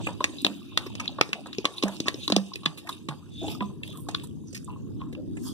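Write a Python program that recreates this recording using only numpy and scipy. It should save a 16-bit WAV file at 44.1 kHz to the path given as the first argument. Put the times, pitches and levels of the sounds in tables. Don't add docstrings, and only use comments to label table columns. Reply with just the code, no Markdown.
import sys
import numpy as np
from scipy import signal
from scipy.fft import rfft, irfft
from scipy.io import wavfile
from scipy.ndimage import uniform_filter1d

SR = 44100
rng = np.random.default_rng(int(sys.argv[2]) if len(sys.argv) > 2 else 0)


def generate_wav(sig):
    pcm = np.round(np.clip(np.atleast_2d(sig).T, -1, 1) * 32767).astype(np.int16)
    wavfile.write(sys.argv[1], SR, pcm)


N = 243873

SNAP_BANDS = [450, 1150, 1750, 2600, 3700, 5500, 7500, 11500]
# start_s, eight columns of level_db (one per snap band), air_pocket_hz, tearing_s
LICKS = [(0.0695, 18.5, 9.5, 0, 5.5, -17, -21, -7, -20, 1340, 0.0014),
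         (0.2046, 14, 12, -4, -17, 5, -42, -15, -30, 1010, 0.0022),
         (0.242, 14.5, 16.5, 14.5, 11, 17.5, 6, 8.5, -6, 1930, 0.00065),
         (0.418, -23, -34, -28.0, -35.0, -27, -21, -12, -12.5, 8650.0, 0.0007),
         (0.447, 20, 12.5, 12, 5, 26, 4.5, -3, -7, 3980, 0.00065),
         (0.4657, 15, 20, -5, 9, 15, -5, -5, -12.5, 3420, 0.00034),
         (0.7747, 8, 21.5, 18.5, 8, 20, 6, 2, -3.5, 3670, 0.00056),
         (0.8623, 6, -19, -4, -12, -8, -11, -27, -17, 1130, 0.0041),
         (0.9526, 1.5, -4, -9, -14, -1, -8.5, -13, -27.5, 2600.0, 0.00054),
         (0.998, -11, 12.5, 6, 3, -1.5, -3, -7, -18, 5900, 0.0027),
         (1.0117, -4, 1.5, -10.5, -15.5, -18, -12, -16, -29.5, 940, 0.0006),
         (1.056, -17.5, -13, -5.5, -9, -12.5, -13, -20, -30.5, 3100, 0.0014),
         (1.185, 9.5, 13.5, -6, -26, -3, -34, -46, -39, 1080, 0.0017),
         (1.2116, 27.5, 25.5, 21.5, 15, 16, 14, -1.5, -6, 2430, 0.00054),
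         (1.234, -5, -10, -8, -16, 0, -20, -31.0, -37.5, 3630, 0.00031),
         (1.291, 8.5, -8, -17.0, -24, -14, -11, -26, -46.5, 3740, 0.00025),
         (1.331, 4, 7.5, 11, 8, 7, -0.5, -6, -14.5, 2830, 0.00061),
         (1.4586, 5.5, 3.5, -4, -30, -7, -28, -33, -28.5, 1380, 0.002),
         (1.4684, 0, -14, -22, -37, -1.5, -25, -13, -28, 4200, 0.0018),
         (1.5293, -40, -6, -5, -17, 2, -12, -27, -29, 3720, 0.0014),
         (1.548, -23, -18, -14, -15, -14, -20, -30, -38, 2650, 0.00092),
         (1.5841, 19.5, -20, -17, -3, 2, 2, -17, -35, 2460, 0.0003),
         (1.644, 17, 8, -10, -5, -17, -7, -16, -32, 3300, 0.0015),
         (1.6538, 17, 22.5, 14.5, 10, 19, 4, 1, -12, 3520, 0.00056),
         (1.8248, 9.5, 3, -6, 0, 14, 2, -7, -27, 3550, 0.0018),
         (1.8346, 22, 9, -1, 4.5, 11, 3, -3, -9.5, 4100, 0.0012),
         (1.88, -2, 2, 4, -15, -13, -11, -6, -16, 6100, 0.0017),
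         (2.0019, 1, -7, -3, -7, 10, 3, -4, -13.5, 6100.0, 0.00079),
         (2.057, 9, 2, -8, -8, -25, -5, -34, -45, 1230, 0.0033),
         (2.0656, -8, 15.5, -5, -5, 5, -9, -3, -26, 1090, 0.0085),
         (2.083, 21, 4, 20, 5.5, 15.5, 4, -0.5, -7.5, 3740, 0.00046),
         (2.143, 14, -23, -9, -15, -3, -1.5, -23, -32, 3660, 0.00053),
         (2.2788, -3, 12, 0.5, -9, 18, 0, -7, -11, 4020, 0.00068),
         (2.3004, 19, 13.5, 1, -8, 4, 0, -5, -12, 3800, 0.001),
         (2.3218, 24.5, 15.5, 2, 4.5, 22.5, 4.5, -0.5, -15, 4260, 0.0006),
         (2.364, 14, 16.5, 0, 6, 15.5, 15, 4, -5, 3570, 0.00041),
         (2.535, -41, -10.5, -18, -17, 1.5, -2, -36, -37, 4730, 0.0018),
         (2.557, 5.5, -33, -6, -4.5, 1, -7, -14, -15, 2560, 0.00056),
         (2.632, -8, -2, -26, -18, -4.5, -25.0, -35, -45.5, 1140, 0.0041),
         (2.656, -8, 13, -8, -16, 3, -13, -9, -16, 3500, 0.00034),
         (2.659, 10, 18, 16.5, 6.5, 20, 0, -3.5, -22, 3530, 0.00094),
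         (2.7738, -35, -6, -12, -14.5, 1, -18, -13, -12, 2800, 0.0069),
         (2.871, -16, -8, 1, -15, -16, -23, -19.5, -22, 1630, 0.0026),
         (2.89, -22, -2, 4, -21, 7.5, -8, -10.5, -8.5, 3430, 0.0027),
         (3.086, 6, 6, 4, -6, 6, -11, -7.5, -21, 1050, 0.0024),
         (3.6064, 5, 0, 2.5, -8, 2.5, -31.5, -40, -42, 1020, 0.0011),
         (3.622, 9, -1, -13, -21, -3, -43, -42, -51, 1043, 0.0035),
         (3.833, -12, -38, -4, -7.5, 8, -29.5, -12.5, -32, 2740, 0.0012),
         (3.876, -19, -34, -12, -21, -5, -33.5, -15.5, -17, 3600, 0.0013),
         (3.902, -24, -34, -25, -26, -17, -30.5, -23, -23, 3280, 0.00075),
         (3.928, -24, -24, -24, -22, -8, -38, -22.5, -31, 3060, 0.00048),
         (3.973, -19, -12, -30, -30, -14, -30, -12, -15, 1290, 0.00089),
         (4.086, 6.5, 9, 0, -17, 1, -10, -4, -18, 810, 0.0025),
         (4.111, -11, -13, -21, -25.5, -21.0, -17.5, -12, -30, 3600, 0.0018),
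         (4.1444, -3, 3, -18, -30, -15, -21, -18.5, -39, 3540, 0.00055),
         (4.1476, -1, 15.5, 8.5, -6.5, 17.5, -5, -21, -33.5, 3400, 0.00047),
         (4.198, -11, -24, -11, -21, -4, -26.5, -39, -39, 3000.0, 0.00023),
         (4.234, -31, -10, -17, -43, -6, -26, -10, -12, 1000, 0.0059),
         (4.271, -24, -21, -33, -38, -27, -32, -19, -26, 3600, 0.001),
         (4.481, -31.5, -29.5, -31.0, -40.5, -37.5, -21, -34, -50.5, 6020, 0.0035),
         (4.528, 3.5, -28.5, -20.5, -25, -26.5, -10.5, -11, -32, 2910, 0.0027),
         (4.546, -17, -19, 1, -10.5, -5.5, -3, -7, -13, 4530, 0.0047),
         (4.563, -25, -12.5, -6, -13, -16, -6.5, -15, -16.5, 3450.0, 0.0034),
         (4.575, -35, -26, -16, -16, -18, -6, -20, -18, 4940, 0.0015),
         (4.644, -37.5, -30, -35, -47, -39.5, -30.5, -7, -28.5, 8450, 0.0019),
         (5.016, -5.5, -9.5, -14, -20, -18, -47.5, -41, -48, 1083, 0.00018),
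         (5.126, 10, -35.5, -8, -23, -15, -23.5, -24, -25, 4020, 0.0032),
         (5.1502, -39, -3, -33.5, -10, -16, -30, -43.5, -41, 2925, 0.00032),
         (5.368, 4.5, -14, -10, -16, -22, -33, -9.5, -36.0, 1810, 0.0034)]
# pitch_hz, gain_db
BODY_COLOUR = [(40, -40.5), (130, -10), (300, -4), (560, -8), (900, -9.5), (1150, -5), (1500, -9.5),
               (2050, -2), (2500, 3), (3200, -4.5), (3780, -7), (4600, -0.5), (6200, -4.5), (16000, -6.5)]
# pitch_hz, half_width_hz, boost_db
NECK_MODES = [(1135, 13, 3.5), (2620, 380, 6), (3690, 230, 3.5)]
# start_s, settled_pitch_hz, pop_level_db, hum_level_db, time_to_fall_60_db_s
PLOPS = [(0.449, 199, -29, -29.5, 0.33), (1.836, 196.4, -21.5, -19, 0.25),
         (2.3231, 194.6, -15.5, -21.5, 0.39), (2.3652, 194.1, -11.5, -17, 0.23),
         (2.66, 160, -39, -26, 0.17), (3.086, 146, -30, -26, 0.21), (3.609, 204, -49, -24, 0.31)]
# start_s, pitch_at_peak_hz, peak_level_db, time_to_peak_s
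KNOCKS = [(0.0701, 348, -29.5, 0.004), (0.4237, 270, -29, 0.0062), (0.863, 365, -31.5, 0.0047),
          (1.5864, 342, -20.5, 0.003), (1.8242, 400, -32.5, 0.0055), (2.0033, 294, -18.5, 0.0015),
          (2.2787, 315, -28.5, 0.0053), (2.3012, 300, -18.5, .0032), (3.416, 335, -30.5, 0.014),
          (3.483, 456, -33, 0.0034)]
# start_s, starting_pitch_hz, level_db, time_to_fall_60_db_s
GULPS = [(.08, 534, -25, 0.046), (0.088, 966, -31, 0.047), (0.091, 1130, -35, 0.017),
         (0.105, 587, -33, 0.035), (0.2057, 1014, -13, 0.023), (.205, 585, -23, 0.049),
         (0.617, 1160, -42, 0.034), (.862, 1115, -31, 0.042), (0.924, 1090, -44, 0.019),
         (.975, 900, -46, 0.011), (1.0787, 3880, 2, 0.0034), (1.0812, 3480, -4.5, 0.004),
         (1.092, 800, -21.5, 0.016), (1.825, 1130, -22.5, 0.021), (1.834, 1070, -15.5, 0.023),
         (1.854, 620, -16, 0.026), (1.863, 646, -38, 0.023), (1.878, 1700, -25.5, 0.019),
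         (1.881, 770, -28, 0.033), (1.887, 957, -27, 0.029), (1.897, 680, -27, 0.013),
         (2.279, 1115, -27.5, 0.038), (2.3215, 720, -13.5, 0.026), (2.355, 1112, -31, 0.061),
         (2.363, 705, -6.5, 0.017), (2.379, 1125, -27, 0.032), (2.378, 518, -22, 0.04),
         (2.517, 1047, -27, 0.023), (2.828, 844, -47, 0.03), (2.848, 677, -41, 0.069),
         (2.868, 940, -50, 0.022), (2.883, 1150, -34, .025), (3.086, 1084, -29, .03),
         (3.089, 753, -36, 0.026), (3.414, 657, -31, 0.059), (3.427, 1110, -50, 0.022),
         (3.44, 785, -26.5, 0.046), (3.444, 647, -23.5, 0.046), (3.481, 840, -23, 0.027),
         (3.507, 880, -37, .035), (3.524, 1230, -47, .04), (3.549, 1213, -33, 0.035),
         (3.605, 989, -24, 0.15), (3.62, 1180, -23.5, 0.034), (3.621, 720, -22, 0.028),
         (3.699, 1015, -42, 0.064), (4.067, 1080, -38.5, 0.043), (4.0875, 764, -19, 0.022),
         (4.235, 953, -37.5, 0.047), (4.677, 1135, -34.5, 0.04), (4.76, 1067, -35, 0.032),
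         (4.705, 920, -41, .05), (5.016, 1067, -24.5, 0.033), (5.19, 554, -39, 0.056)]
# start_s, rise_s, fall_s, first_pitch_hz, last_pitch_hz, filter_width_hz, level_db
SLIDES = [(0, 0.0012, 0.053, 670, 610, 400, -37), (.069, 0.015, 0.12, 830, 784, 790, -40.5),
          (0.375, 0.011, 0.086, 3800, 3900, 600, -38.5), (0.713, 0.011, 0.021, 1030, 1100, 248, -45),
          (0.949, 0.055, 0.3, 930, 780, 496, -48.5), (1.752, 0.031, 0.024, 3670, 3900, 705, -37.5),
          (1.842, 0.012, 0.16, 584, 930, 700, -34.5), (1.949, 0.016, 0.021, 4140, 4340, 2000, -43),
          (2.17, 0.067, .045, 3630, 3770, 700, -36.5), (2.84, 0.057, 0.02, 770, 1250, 424, -34.5),
          (3.092, 0.018, 0.065, 960, 805, 604, -39), (3.265, 0.12, 0.33, 3560, 3570, 267, -43),
          (3.408, 0.02, 0.26, 343, 427, 256, -41), (3.41, 0.013, 0.32, 674, 840, 285, -43.5),
          (3.42, .1, 0.067, 13000, 13000, 4000, -52), (3.472, 0.012, 0.021, 3360, 3150, 1160, -33),
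          (3.831, 0.0055, 0.067, 2870, 2800, 682, -53.5), (3.839, 0.041, 0.22, 3600, 3200, 694, -48),
          (3.909, 0.05, 0.081, 1280, 920, 127, -44.5), (3.849, 0.15, 0.17, 8600, 9600, 1830, -56),
          (3.848, 0.16, .11, 12500, 13200, 3500, -56.5), (4.44, 0.041, 0.05, 5900, 5950, 886, -54.5),
          (4.668, 0.016, 0.18, 998, 940, 201, -45.5), (4.694, 0.0057, 0.19, 2750, 2670, 402, -55),
          (4.984, 0.017, 0.089, 3380, 3280, 870, -53), (4.99, 0.016, 0.21, 1100, 1054, 289, -51),
          (5.121, 0.067, 0.153, 510, 560, 89, -46.5), (5.39, 0.1, 0.25, 3380, 3200, 500, -49),
          (5.4, 0.057, .23, 5270, 5270, 500, -54), (5.443, 0.019, 0.11, 1000, 1070, 400, -49),
          (5.41, 0.036, 0.15, 12900, 13500, 4000, -51)]
# peak_s, rise_s, fall_s, hiss_level_db, froth_level_db
SLURPS = [(0.065, 0.096, 0.097, -41.5, -50.5), (.42, 0.64, 0.39, -49, -58.5), (.74, 0.25, 1, -50.5, -74),
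          (1.05, 0.11, 0.19, -45, -60.5), (1.58, 1, 0.55, -58, -80), (1.79, .12, 0.05, -44.5, -55),
          (1.95, 0.2, 0.087, -46.5, -53.5), (2.247, 0.16, 0.05, -42, -50.5), (2.5, 0.16, 0.2, -52, -66),
          (2.93, 0.076, 0.084, -46.5, -55), (3.518, 0.17, 0.064, -40, -47), (3.9, 0.052, 0.077, -64, -74),
          (4.02, 0.12, 0.09, -86, -79), (4.22, 0.062, 0.049, -52.5, -83), (4.554, 0.098, 0.23, -72, -60),
          (5.478, 0.094, 0.11, -60, -45.5)]
# level_after_full_snap_db, time_to_fall_60_db_s, resting_level_db
SQUELCH_STIR = (-37, 0.3, -65)
HISS_STIR = (-47, 0.44, -71)
FROTH_STIR = (-58.5, 0.66, -75)
# pitch_hz, relative_level_db
RUMBLE_SPECTRUM = [(20, -48), (45, -22.5), (75, -8.5), (100, 1), (125, -2.5), (200, 3), (310, 4), (400, -7),
                   (520, -21), (900, -45), (2000, -57)]
SQUELCH_SPECTRUM = [(200, -41), (450, -1), (700, -5), (1100, -3), (1500, -12), (1850, -7), (2150, -26.5),
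                    (3000, -28.5), (6000, -54)]
HISS_SPECTRUM = [(1400, -18.5), (1900, -22), (2250, -11.5), (2600, 1), (3200, -2.5), (3750, 4.5),
                 (4150, -13.5), (4600, -5), (6000, -47.5), (10000, -55.5)]
FIZZ_SPECTRUM = [(2500, -27.5), (4700, 6.5), (5800, 0), (6300, 3), (7200, 1), (8800, -1), (9700, -3.5),
                 (10400, 3), (11800, -9), (13000, -2.5), (13400, -15.5), (14000, -4), (15000, -21),
                 (16000, -42)]
BREEZE_SPECTRUM = [(15, -27), (40, -25.5), (70, -6.5), (86, -6.5), (97, 4.0), (112, -2.0),
                   (150, 3), (300, -17.0), (900, -61.0)]
# time_s, relative_level_db
RUMBLE_LEVEL = [(0, -38.5), (.42, -42.5), (.58, -44.5), (.8, -41.5), (1.25, -43), (1.38, -46),
                (1.55, -46.5), (1.76, -48.5), (2.0, -42.5), (2.9, -46), (3.25, -49), (3.499, -36.5),
                (3.799, -41), (4.201, -37), (4.5, -42.5), (4.72, -39), (4.92, -36.5), (5.2, -38.5),
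                (5.53, -35)]
# pitch_hz, side_minus_mid_db
RUMBLE_WIDTH = [(30, 18), (70, 10.5), (130, 5.5), (300, -2), (700, 6)]
# time_s, relative strength (no unit)
BREEZE_LEVEL = [(2.8, 0.011), (3.1, 1.3), (3.7, 2.45), (4.3, 1.8), (4.65, 1.6), (4.95, 2.3), (5.5, 0.33)]
# pitch_hz, time_to_fall_60_db_s
PATIO_DECAY = [(150, 0.13), (1000, 0.48), (3500, 0.075), (8000, 0.7), (15000, 0.97)]
# pitch_hz, left_lead_radians
PORT_PHASE = [(0, 0), (1400, 0), (2000, 2.7), (2250, 3.14), (2850, 4), (3300, 5.9), (4100, 8.1),
              (4450, 9.4), (4900, 9.9), (5400, 12.6), (6300, 13.7), (6700, 16.4), (9000, 16.8), (12500, 25),
              (16000, 35)]
# pitch_hz, left_minus_right_db
PORT_BALANCE = [(130, -3), (330, 3.5), (600, -1), (1000, -0.5), (1700, 2), (2600, -3.5), (4000, 1.5),
                (6400, -7), (8500, -7.5), (11000, -9.5), (13000, 5), (16000, -4)]
# pitch_hz, half_width_hz, boost_db
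MIC_MODES = [(2247, 115, -1.5), (6420, 270, 3.5), (7820, 230, 4.5), (8700, 340, 6), (11060, 310, 5.5),
             (12020, 320, 8.5), (13200, 130, -9), (14220, 410, 15), (16000, 2230, -16)]

EDGE_HZ = 16000
SLURP_DEPTH_DB = 18
FULL_SNAP_DB = 4.5
STIR_RISE_S = 0.011
SQUELCH_HOLD_DB = 6.5
LAPPING_ENDS_S = 4.1


def gain_of(db):
    return 10 ** (np.asarray(db) / 20)


def evened(x):
    return x / np.sqrt(np.mean(x ** 2) + 1e-20)


def read(points, hz):
    f, value = np.transpose(points)
    return np.interp(np.log(hz + 1), np.log(f + 1), value)


def add(mix, s, sound):
    part = mix[..., max(round(s * SR), 0):][..., :sound.shape[-1]]
    part += sound[..., :part.shape[-1]]


def tint(x, spectrum):
    hz = np.fft.rfftfreq(N, 1 / SR)
    return evened(irfft(rfft(x) * gain_of(read(spectrum, hz)), N))


def mode_boost(hz, modes):
    return sum(db / (1 + ((hz - f) / width) ** 2) for f, width, db in modes)


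def causal(db):
    log_gain = np.log(gain_of(np.concatenate([db, db[-2:0:-1]])))
    return np.exp(np.conj(signal.hilbert(log_gain)))[:len(db)]


def ports(x):
    hz = np.fft.rfftfreq(2 * N, 1 / SR)
    lead = np.exp(.5j * np.interp(hz, *np.transpose(PORT_PHASE)))
    side = gain_of(read(PORT_BALANCE, hz) / 2) * lead
    return irfft(rfft(x, 2 * N) * np.array([side, 1 / side]))[:, :N]


def mostly_near(near, around, around_db):
    return ports(near) + gain_of(around_db) * around


def patchy(x, patch_db, size=512):
    z = signal.stft(x, nperseg=size)[2]
    field = uniform_filter1d(rng.standard_normal(z.shape[1:]), size=6, axis=0)
    field = evened(uniform_filter1d(field, size=12, axis=1))
    return signal.istft(z * gain_of(patch_db * field), nperseg=size)[1][:, :N]


def without_bass(x, corner_hz=115):
    return signal.sosfilt(signal.butter(2, corner_hz, "highpass", fs=SR, output="sos"), x)


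def rumble(db=1, patch_db=2.5):
    mid, side = patchy(rng.standard_normal((2, N)), patch_db, size=2048)
    width_db = read(RUMBLE_WIDTH, np.fft.rfftfreq(N, 1 / SR))
    side = irfft(rfft(side) * gain_of(width_db), N)
    level_db = db + np.interp(np.arange(N) / SR, *np.transpose(RUMBLE_LEVEL))
    return tint(np.array([mid + side, mid - side]), RUMBLE_SPECTRUM) * gain_of(level_db)


def bubbles(per_s, low_hz, high_hz, cycles, count=30):
    out = np.zeros(N)
    each = round(per_s * N / SR / count)
    for hz in np.geomspace(low_hz, high_hz, count):
        age = np.arange(0, 6, hz / cycles / SR)
        tick = np.sin(2 * np.pi * cycles * age) * np.sqrt(age) * np.exp(-age)
        at = rng.integers(0, N, (each, 1)) + np.arange(len(tick))
        ticks = rng.exponential(size=(each, 1)) * tick
        out += np.bincount(at.ravel(), ticks.ravel(), N)[:N]
    return evened(out)


def wet(spectrum, grains, db, patch_db, around_db, grain_db, sputter_db):
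    near = gain_of(grain_db) * grains + rng.standard_normal(N)
    sound = mostly_near(near, rng.standard_normal((2, N)), around_db)
    flutter = evened(uniform_filter1d(rng.standard_normal(N), size=300))
    sputter = gain_of(sputter_db * flutter)
    return tint(patchy(sound, patch_db) * sputter, spectrum) * gain_of(db)


def stirred(times, strengths_db, full_db, t60, rest_db):
    coarse = np.arange(0, N, 64)
    age = np.maximum(coarse / SR - times[:, None], 0)
    start_db = full_db + np.minimum(strengths_db - FULL_SNAP_DB, 0)[:, None]
    rise = np.minimum(age / STIR_RISE_S, 1)
    gain = (rise * gain_of(start_db - 60 * age / t60)).max(0)
    return np.interp(np.arange(N), coarse, np.hypot(gain, gain_of(rest_db)))


def slurped():
    t, power = np.arange(N) / SR, np.zeros((2, N))
    for peak, rise, fall, *levels_db in SLURPS:
        away = np.maximum((peak - t) / rise, (t - peak) / fall)
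        power += np.outer(gain_of(levels_db), gain_of(-SLURP_DEPTH_DB * away)) ** 2
    return np.sqrt(power)


def saliva():
    times, low_db, neck_db, _, _, level_db = np.transpose(LICKS)[:6]
    push_db = (low_db + neck_db) / 2 - SQUELCH_HOLD_DB
    lapping = times < LAPPING_ENDS_S
    hiss_slurp, froth_slurp = slurped()
    squelch_gain = stirred(times[lapping], push_db[lapping], *SQUELCH_STIR)
    hiss_gain = np.hypot(hiss_slurp, stirred(times, level_db, *HISS_STIR))
    froth_gain = np.hypot(froth_slurp, stirred(times, level_db, *FROTH_STIR))
    large = bubbles(per_s=300, low_hz=500, high_hz=1900, cycles=2.2)
    small = bubbles(per_s=1100, low_hz=2200, high_hz=4800, cycles=3.5)
    tiny = bubbles(per_s=2000, low_hz=4500, high_hz=14000, cycles=4)
    squelch = wet(SQUELCH_SPECTRUM, large, db=-1.0, patch_db=6.0, around_db=-17.0,
                  grain_db=-11.0, sputter_db=-1)
    hiss = wet(HISS_SPECTRUM, small, db=-0.5, patch_db=2.0, around_db=7.0, grain_db=-2.0, sputter_db=-1)
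    froth = wet(FIZZ_SPECTRUM, tiny, db=2.0, patch_db=5.0, around_db=9.5, grain_db=1.5, sputter_db=2.0)
    return squelch * squelch_gain + hiss * hiss_gain + froth * froth_gain


def resonate(x, hz, width):
    turn = np.exp(2j * np.pi * np.cumsum(hz) / SR)
    r = np.exp(-np.pi * width / SR)
    return 2 * (turn * signal.lfilter([1 - r], [1, -r], x / turn + 1e-18)).real


def slides(slips_per_s=400, smooth=0.074, swell=2.58):
    out = np.zeros(N)
    for start, rise_s, fall_s, first_hz, last_hz, width_hz, db in SLIDES:
        t = np.arange(0, rise_s + fall_s, 1 / SR)
        slipping = rng.random(SR) < slips_per_s / SR
        slips = (rng.standard_normal(SR) * (smooth + slipping))[:len(t)]
        hz = np.geomspace(first_hz, last_hz, len(t))
        sound = evened(resonate(resonate(slips, hz, width_hz), hz, width_hz))
        envelope = np.interp(t, [0, rise_s, rise_s + fall_s], [0, 1, 0]) ** swell
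        add(out, start, sound * gain_of(db) * envelope)
    return out


def patio(x, reflection_db, reflection_s, late_db, channels=3):
    shape = (channels, SR)
    first = np.arange(SR) / SR - .004
    sparse = rng.standard_normal(shape) * (rng.random(shape) < .05)
    reflections = sparse * np.exp(-abs(first) / reflection_s) * (first > 0)
    hz, t, z = signal.stft(rng.standard_normal(shape) * (first > .008), SR, nperseg=256)
    fade = gain_of(-60 * t / read(PATIO_DECAY, hz)[:, None])
    late = signal.istft(z * fade, SR, nperseg=256)[1][:, :SR]
    echo = gain_of(reflection_db) * evened(reflections) + gain_of(late_db) * evened(late)
    return signal.fftconvolve(x[None], echo / np.sqrt(SR), axes=1)[:, :N]


def tear(length_s, ring, ring_s, size):
    t = np.arange(size) / SR
    envelope = t / length_s * np.exp(1 - t / length_s) + ring * np.exp(-t / ring_s)
    burst = rfft(rng.standard_normal(size) * envelope)
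    return burst / np.sqrt(uniform_filter1d(abs(burst) ** 2, size=50) + 1e-12)


def snap(levels_db, pocket_hz, length_s, pocket_db=6, pocket_width_hz=150, ripple_db=-0.5,
         top_fall_db=-7, slab_db=-9, slab_s=0.0029, size=4096):
    hz = np.fft.rfftfreq(size, 1 / SR)
    colour = read([*zip(SNAP_BANDS, levels_db), (EDGE_HZ, levels_db[-1] + top_fall_db)], hz)
    rings = mode_boost(hz, [*NECK_MODES, (pocket_hz, pocket_width_hz, pocket_db)])
    chance = evened(uniform_filter1d(rng.standard_normal(len(hz)), size=30))
    ripple = ripple_db * chance * np.minimum(hz / 5000, 1)
    delay_s = slab_s * rng.uniform(0.675, 1.3)
    bounce = 1 + gain_of(slab_db) * np.exp(-2j * np.pi * hz * delay_s)
    film = tear(length_s, ring=0.36, ring_s=0.0017, size=size)
    sound = irfft(film * bounce * causal(colour + read(BODY_COLOUR, hz) + rings + ripple))
    return sound[:size // 2]


def licks(early_db=-22, early_s=0.0012, side_db=-13):
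    out = np.zeros((2, N))
    for s, *levels_db, pocket_hz, length_s in LICKS:
        direct = snap(levels_db, pocket_hz, length_s)
        side_tearing = gain_of(side_db) * snap(levels_db, pocket_hz, length_s)
        sound = np.array([direct, side_tearing])
        add(out, s, sound)
        for lead_s in rng.exponential(early_s, size=6):
            strength = gain_of(early_db) * rng.standard_normal() * np.exp(-lead_s / early_s / 2)
            add(out, s - lead_s, sound * strength)
    return out


def knocks(sag=0.1):
    out, t = np.zeros(N), np.arange(SR // 6) / SR
    for s, hz, db, peak_s in KNOCKS:
        age = t / peak_s
        turns = np.cumsum(hz * (1 + sag * np.tanh(1 - age))) / SR
        envelope = gain_of(db) * (age * np.exp(1 - age)) ** 2
        add(out, s, np.sin(2 * np.pi * turns) * envelope)
    return out


def gulps(swell_cycles=2.3, climb=.06):
    out, t = np.zeros(N), np.arange(SR // 5) / SR
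    for s, hz, db, t60 in GULPS:
        turns = np.cumsum(hz * (1 + climb * np.minimum(t / t60, 1))) / SR
        swell = 1 - np.exp(-(turns / swell_cycles) ** 2)
        add(out, s, np.sin(2 * np.pi * turns) * swell * gain_of(db - 60 * t / t60))
    return out


def plops(bend=1.39, settle_s=0.0035, pop_s=0.0017, rise_s=.003, right_db=6.5, right_lag_turns=0.15):
    out, t = np.zeros((2, N)), np.arange(SR // 2) / SR
    side = np.array([[-.5], [.5]])
    blocked = np.exp(-(t / settle_s) ** 2)
    for s, hz, pop_db, hum_db, t60 in PLOPS:
        lag = side * right_lag_turns * (1 - blocked)
        turns = np.cumsum(hz * (1 + bend * blocked)) / SR - lag
        pop = gain_of(pop_db) * (t / pop_s * np.exp(1 - t / pop_s)) ** 2
        hum = gain_of(hum_db + side * right_db - 60 * t / t60) * (1 - np.exp(-t / rise_s))
        add(out, s, np.sin(2 * np.pi * turns) * (pop + hum))
    return out


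def breeze(db=-52):
    gust = np.interp(np.arange(N) / SR, *np.transpose(BREEZE_LEVEL))
    return tint(rng.standard_normal((2, N)), BREEZE_SPECTRUM) * gust * gain_of(db)


def scene():
    snaps, side_tearing = licks()
    skin = snaps + without_bass(knocks()) + slides() + gulps()
    hum = without_bass(plops())
    echo = patio(skin + .5 * hum.mean(0), reflection_db=-15.0, reflection_s=0.0091, late_db=-18.0)
    near = mostly_near(skin + echo[0], echo[1:], around_db=-3.5)
    near += np.array([side_tearing, -side_tearing])
    return near + hum + saliva() + rumble() + breeze()


def record(dry):
    hz = np.fft.rfftfreq(2048, 1 / SR)
    colour = irfft(causal(mode_boost(hz, MIC_MODES)))
    heard = np.clip(signal.oaconvolve(dry, colour[None])[:, :N], -1, 1)
    limit = signal.firwin(511, EDGE_HZ, window=("kaiser", 9), fs=SR)
    return signal.oaconvolve(heard, limit[None], "same")


dry = scene()
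out = record(dry)
generate_wav(out)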